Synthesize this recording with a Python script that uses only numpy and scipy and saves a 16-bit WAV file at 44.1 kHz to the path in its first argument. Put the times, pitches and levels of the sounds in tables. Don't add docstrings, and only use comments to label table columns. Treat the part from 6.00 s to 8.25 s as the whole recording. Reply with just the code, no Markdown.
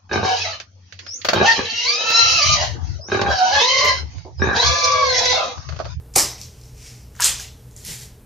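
import sys
import numpy as np
from scipy import signal
from scipy.fft import rfft, irfft
from scipy.io import wavfile
from scipy.ndimage import map_coordinates

SR = 44100
rng = np.random.default_rng(int(sys.argv[2]) if len(sys.argv) > 2 else 0)


def generate_wav(signal):
    frames = np.transpose(np.atleast_2d(signal))
    scaled = np.clip(frames, -1, 1) * 32767
    pcm = np.round(scaled).astype(np.int16)
    wavfile.write(sys.argv[1], SR, pcm)


def volts_from_db(level):
    exponent = np.asarray(level, float) / 20
    return 10 ** exponent


N = 99225


def rms_one(x):
    return x / np.sqrt(np.mean(x ** 2) + 1e-20)


def at_hz(points, hz):
    p = np.array(points)
    return np.interp(np.log(np.maximum(hz, 1)), np.log(p[:, 0]), p[:, 1])


def colour(x, spectrum):
    size = x.shape[-1]
    hz = np.arange(size // 2 + 1) * SR / size
    return irfft(rfft(x) * volts_from_db(at_hz(spectrum, hz)), size)


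def level(rows):
    s, db = np.transpose(rows)
    return volts_from_db(np.interp(np.arange(N) / SR, s, db, left=-120, right=-120))


def swell(start_s, rise_s, t60_s):
    t = np.arange(N) / SR - start_s
    rise = np.clip(t / rise_s, 0, 1) ** 2
    return rise * volts_from_db(-60 * np.maximum(t - rise_s, 0) / t60_s)


def band(x, hz, width_hz):
    r = np.exp(-np.pi * width_hz / SR)
    return signal.lfilter([1, 0, -1], [1, -2 * r * np.cos(2 * np.pi * hz / SR), r * r], x)


def grains(per_s, spread_db, spectrum):
    sizes = volts_from_db(spread_db * np.minimum(rng.exponential(1, N), 4)) * rng.standard_normal(N)
    happens = rng.random(N) < per_s / SR
    return rms_one(colour(sizes * happens, spectrum))


def sine(hz):
    return np.sin(2 * np.pi * hz * np.arange(N) / SR)


def contact(noise, s, db, hz, t60_s, rise_s):
    width_hz = hz / 2.17
    burst = band(band(noise, hz, width_hz), hz, 0.66 * width_hz) * swell(s, rise_s, t60_s)
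    return volts_from_db(db) * burst / np.abs(burst).max()


def patches(x, gains):
    _, _, z = signal.stft(x, nperseg=512)
    bands = np.linspace(0, gains.shape[0] - 1, z.shape[0])
    moments = np.linspace(0, gains.shape[1] - 1, z.shape[1])
    at = np.meshgrid(bands, moments, indexing="ij")
    return signal.istft(z * map_coordinates(gains, at, order=1), nperseg=512)[1][:N]


# frequency in Hz, level in dB per Hz.
BLAST_SPECTRUM = [(530, -93), (900, -2.5), (2100, -9), (2280, 1), (2920, -15), (5710, 5.5), (13700, -15),
                  (14500, -48), (15000, -49)]


def shot():
    sear_s, rush_s, crack_s, box_s = .140, .152, .1608, .181
    sear_db, rush_db, crack_db, box_db, chatter_db = -40, -9, -9.5, -1.5, -15.5
    noise = rng.standard_normal(N)
    air = rms_one(colour(noise, BLAST_SPECTRUM))
    sear = rms_one(band(band(noise, 4900, 6400), 4900, 9000))
    sear = volts_from_db(sear_db) * sear * swell(sear_s - .003, 0.0019, 0.09)
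    rush = volts_from_db(rush_db) * air * swell(rush_s, crack_s - rush_s, 0.028)
    crack = volts_from_db(crack_db) * rms_one(band(noise, 9500, 7500)) * swell(crack_s, 0.00042, 0.017)
    chatter = grains(1660, 2.1, BLAST_SPECTRUM)
    chatter = volts_from_db(chatter_db) * chatter * swell(crack_s - .002, 0.026, 0.082)
    box = volts_from_db(box_db) * air * swell(box_s, 0.00032, 0.004)
    return sear + rush + crack + chatter + box


# frequency in Hz, level in dB per Hz.
SLAM_SPECTRUM = [(26, -29), (45, -6.5), (527, -3.5), (639, -4.5), (840, -3.5), (971, -20.5), (1360, -13.5),
                 (1470, -22.5), (2100, -20), (2730, -34), (4620, -120)]


def piston_slam():
    start_s, rise_s, t60_s, knocks_per_s, slam_db = .1598, 0.001, 0.15, 1500, -15
    return volts_from_db(slam_db) * grains(knocks_per_s, 0.6, SLAM_SPECTRUM) * swell(start_s, rise_s, t60_s)


# start in seconds, level in dB.
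SING_ONSETS = [
    (.236, -45),
    (.276, -50),
    (.30, -50),
    (.34, -56),
    (.405, -56),
    (.435, -53),
]


def singing_steel():
    hz, width_hz, rise_s, t60_s = 13050, 27, 0.0067, 0.14
    ring = rms_one(band(band(rng.standard_normal(N), hz, width_hz), hz, width_hz))
    return ring * sum(volts_from_db(db) * swell(s, rise_s, t60_s) for s, db in SING_ONSETS)


# start in seconds, peak in dB, pitch in Hz, ring T60 in seconds.
TICK_EVENTS = [(.402, -33, 9100, 0.0015), (0.4133, -22, 5200, 0.0037), (0.588, -44, 6900, 0.0026),
               (.612, -39.5, 5500, 0.0083), (.635, -40.5, 5000, 0.0055), (0.654, -39.5, 6300, 0.0093),
               (0.86, -38, 5660, 0.01), (.905, -44, 5400, .007), (1.15, -40, 1600, 0.018),
               (1.152, -38, 5970, 0.0036), (1.163, -34, 6100, 0.0042), (1.166, -42, 1260, 0.014),
               (1.191, -33, 1490, 0.015), (1.1982, -17, 1310, 0.0084), (1.2037, -10.5, 9200, 0.007),
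               (1.220, -6.5, 5930, 0.018), (1.2375, -7, 5870, .004), (1.398, -20, 6040, 0.004),
               (1.398, -33.5, 1730, 0.024), (1.7104, -40.5, 6230, 0.0054), (1.763, -29.5, 7500, 0.0048),
               (1.775, -35, 5560, 0.0054), (1.848, -27.5, 11000, 0.0073), (1.9915, -37, 13400, 0.0079)]
# start in seconds, peak in dB, pitch in Hz, ring T60 in seconds, rise in seconds.
LATCH_EVENT = (1.2428, 3.0, 6800, .010, .0018)
# start in seconds, peak in dB, pitch in Hz, ring T60 in seconds.
BUMP_EVENTS = [
    (1.278, -42.5, 170, 0.09),
    (1.85, -40.5, 162, 0.22),
    (1.872, -43, 420, 0.11),
]
# time in seconds, level in dB.
SLIDE_PRESSURE = [(1.12, -69), (1.19, -51), (1.203, -29), (1.225, -24), (1.262, -19), (1.285, -49),
                  (1.33, -56), (1.40, -38.5), (1.47, -55)]
# frequency in Hz, level in dB per Hz.
SCRAPE_SPECTRUM = [(180, -73), (300, -16.5), (975, -12.5), (2210, -11.5), (2730, -3.5), (6840, -4.5),
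                   (8600, -16), (14300, -11.5), (15000, -55)]


def action():
    noise = rng.standard_normal(N)
    ticks = sum(contact(noise, *row, rise_s=0.0018) for row in TICK_EVENTS)
    bumps = sum(contact(noise, *row, rise_s=0.018) for row in BUMP_EVENTS)
    latch = contact(noise, *LATCH_EVENT)
    scrape = grains(5000, 2.5, SCRAPE_SPECTRUM) * level(SLIDE_PRESSURE)
    return ticks + bumps + latch + scrape


# start in seconds, level in dB, pitch in Hz, rise in seconds, T60 in seconds.
HOLLOW_EVENTS = [
    (1.197, -24, 969, 0.0028, 0.099),
    (1.211, -21.5, 1667, 0.014, 0.053),
    (1.395, -33, 1650, 0.0022, 0.037),
]


def hollow_notes():
    return sum(volts_from_db(db) * sine(hz) * swell(s, rise_s, t60_s) for s, db, hz, rise_s, t60_s in HOLLOW_EVENTS)


# time in seconds, level in dB.
HAND_MOTION = [(.38, -48), (.42, -47), (.5, -64), (.57, -59.5), (.65, -59.5), (.73, -64.5), (.78, -53),
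               (.87, -46.5), (.95, -53.5), (1.06, -67.5), (1.75, -67), (1.765, -52), (1.835, -52.5),
               (1.85, -37.5), (1.91, -35.5), (1.97, -46.5), (2.03, -45), (2.14, -101)]
# frequency in Hz, level in dB per Hz.
EARLY_SPECTRUM = [(710, -32), (1200, -18), (1650, -13), (2490, -4.5), (4050, -12), (5550, 0), (13600, -22),
                  (14500, -24), (15000, -72)]
# frequency in Hz, level in dB per Hz.
LATE_SPECTRUM = [(530, -26), (900, -9.5), (1140, -21.5), (2000, -1.5), (2200, -6.5), (6200, 1), (9480, -4),
                 (14300, -9), (15000, -26)]


def rustle():
    change_s, fleck_db = 1.4, 0.5
    late = np.arange(N) / SR > change_s
    cloth = np.where(late, grains(8000, 1.0, LATE_SPECTRUM), grains(8000, 2.8, EARLY_SPECTRUM))
    flecks = volts_from_db(fleck_db * rng.standard_normal((24, 70)))
    return patches(cloth, flecks) * level(HAND_MOTION)


# frequency in Hz, T60 in seconds.
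ROOM_DECAY = [(100, 0.195), (400, 0.44), (1200, 0.4), (3000, 0.43), (5500, 0.37), (9000, 0.26),
              (14000, 0.26)]


def room(x):
    room_db, first_echo_s, build_s = 1, 0.0016, 0.0033
    white = rng.standard_normal((2, 2, N))
    late = np.roll(x, int(first_echo_s * SR))
    build = np.exp(-1 / (build_s * SR))
    edges_hz = 60 * 2 ** (np.arange(25) / 3)
    out = 0
    for k, (low, high) in enumerate(zip(edges_hz, edges_hz[1:])):
        sos = signal.butter(2, [low, high], "band", fs=SR, output="sos")
        fall = volts_from_db(-120 / (SR * at_hz(ROOM_DECAY, np.sqrt(low * high))))
        power = signal.sosfilt(sos, late) ** 2
        power = signal.lfilter([1 - build], [1, -build], power)
        stored = signal.lfilter([1 - fall], [1, -fall], power)
        out = out + rms_one(signal.sosfilt(sos, white[k % 2])) * np.sqrt(stored)
    return volts_from_db(room_db) * out


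# frequency in Hz, level in dB rms, width in Hz.
MOTOR_LINES = [(41, -53, 6), (59.75, -50, 4.8), (81.1, -50, 4.1), (122.6, -50.5, 2.4), (170, -81.5, 10.4),
               (194, -67.5, 6), (403.7, -70, 10), (587.4, -71, 6.7)]
# frequency in Hz, level in dB rms.
MAINS_TONES = [(59.2, -47.5), (119, -49)]


def appliance():
    noise = rng.standard_normal(N + SR)
    motor = sum(volts_from_db(db) * rms_one(band(noise, hz, width_hz)[SR:]) for hz, db, width_hz in MOTOR_LINES)
    mains = sum(volts_from_db(db) * np.sqrt(2) * sine(hz) for hz, db in MAINS_TONES)
    return motor + mains


# frequency in Hz, level in dB per Hz.
AIR_SPECTRUM = [(15, -41.5), (25, -8.5), (133, -7.5), (328, -25), (451, -12.5), (654, -48), (830, -23.5),
                (948, -47), (14200, -33.5)]


def air_noise():
    return volts_from_db(-50.5) * rms_one(colour(rng.standard_normal((2, N)), AIR_SPECTRUM))


# frequency in Hz, side minus mid in dB.
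PORT_DIFFERENCE = [(1500, -29), (3000, -21), (4500, -17.5), (6500, -6.5), (9000, -1.5), (14000, -2)]


def scene():
    slam, air = piston_slam(), air_noise()
    notes = hollow_notes() + singing_steel()
    source = shot() + action() + rustle()
    wet = room(source + volts_from_db(-6.5) * slam + volts_from_db(-7.5) * notes)
    uneven = volts_from_db(2.2 * rng.standard_normal((90, 40)))
    mid = source + slam + notes + patches(wet[0], uneven) + appliance() + air[0]
    delayed = np.roll(source, 23)
    side = colour(volts_from_db(1.5) * delayed + wet[1] + air[1], PORT_DIFFERENCE)
    return np.array([mid + side, mid - side])


def top_cut(x):
    return signal.sosfilt(signal.butter(12, 15460, fs=SR, output="sos"), x)


# frequency in Hz, share from 0 to 1.
SIDE_SHARE = [(300, .02), (3800, .03), (4500, .2), (6000, .4), (7500, .65), (12000, .68), (14000, .45)]


def record(dry):
    clip_top, cutoff_hz, patch_hz, patch_s = .9, 14330, 900, .04
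    left, right = clip_top * np.tanh(dry / clip_top)
    centres_hz = np.arange(.5, SR / 2 / patch_hz) * patch_hz
    draws = rng.random((len(centres_hz), int(N / SR / patch_s)))
    kept = draws < at_hz(SIDE_SHARE, centres_hz)[:, None]
    sharp = np.repeat(np.repeat(kept * 1., 6, axis=0), 4, axis=1)
    side = patches((left - right) / 2, sharp)
    both = (left + right) / 2 + side * [[1], [-1]]
    low_pass = signal.ellip(12, .3, 70, cutoff_hz, fs=SR, output="sos")
    return top_cut(signal.sosfilt(low_pass, both))


dry = scene()
out = record(dry)
generate_wav(out)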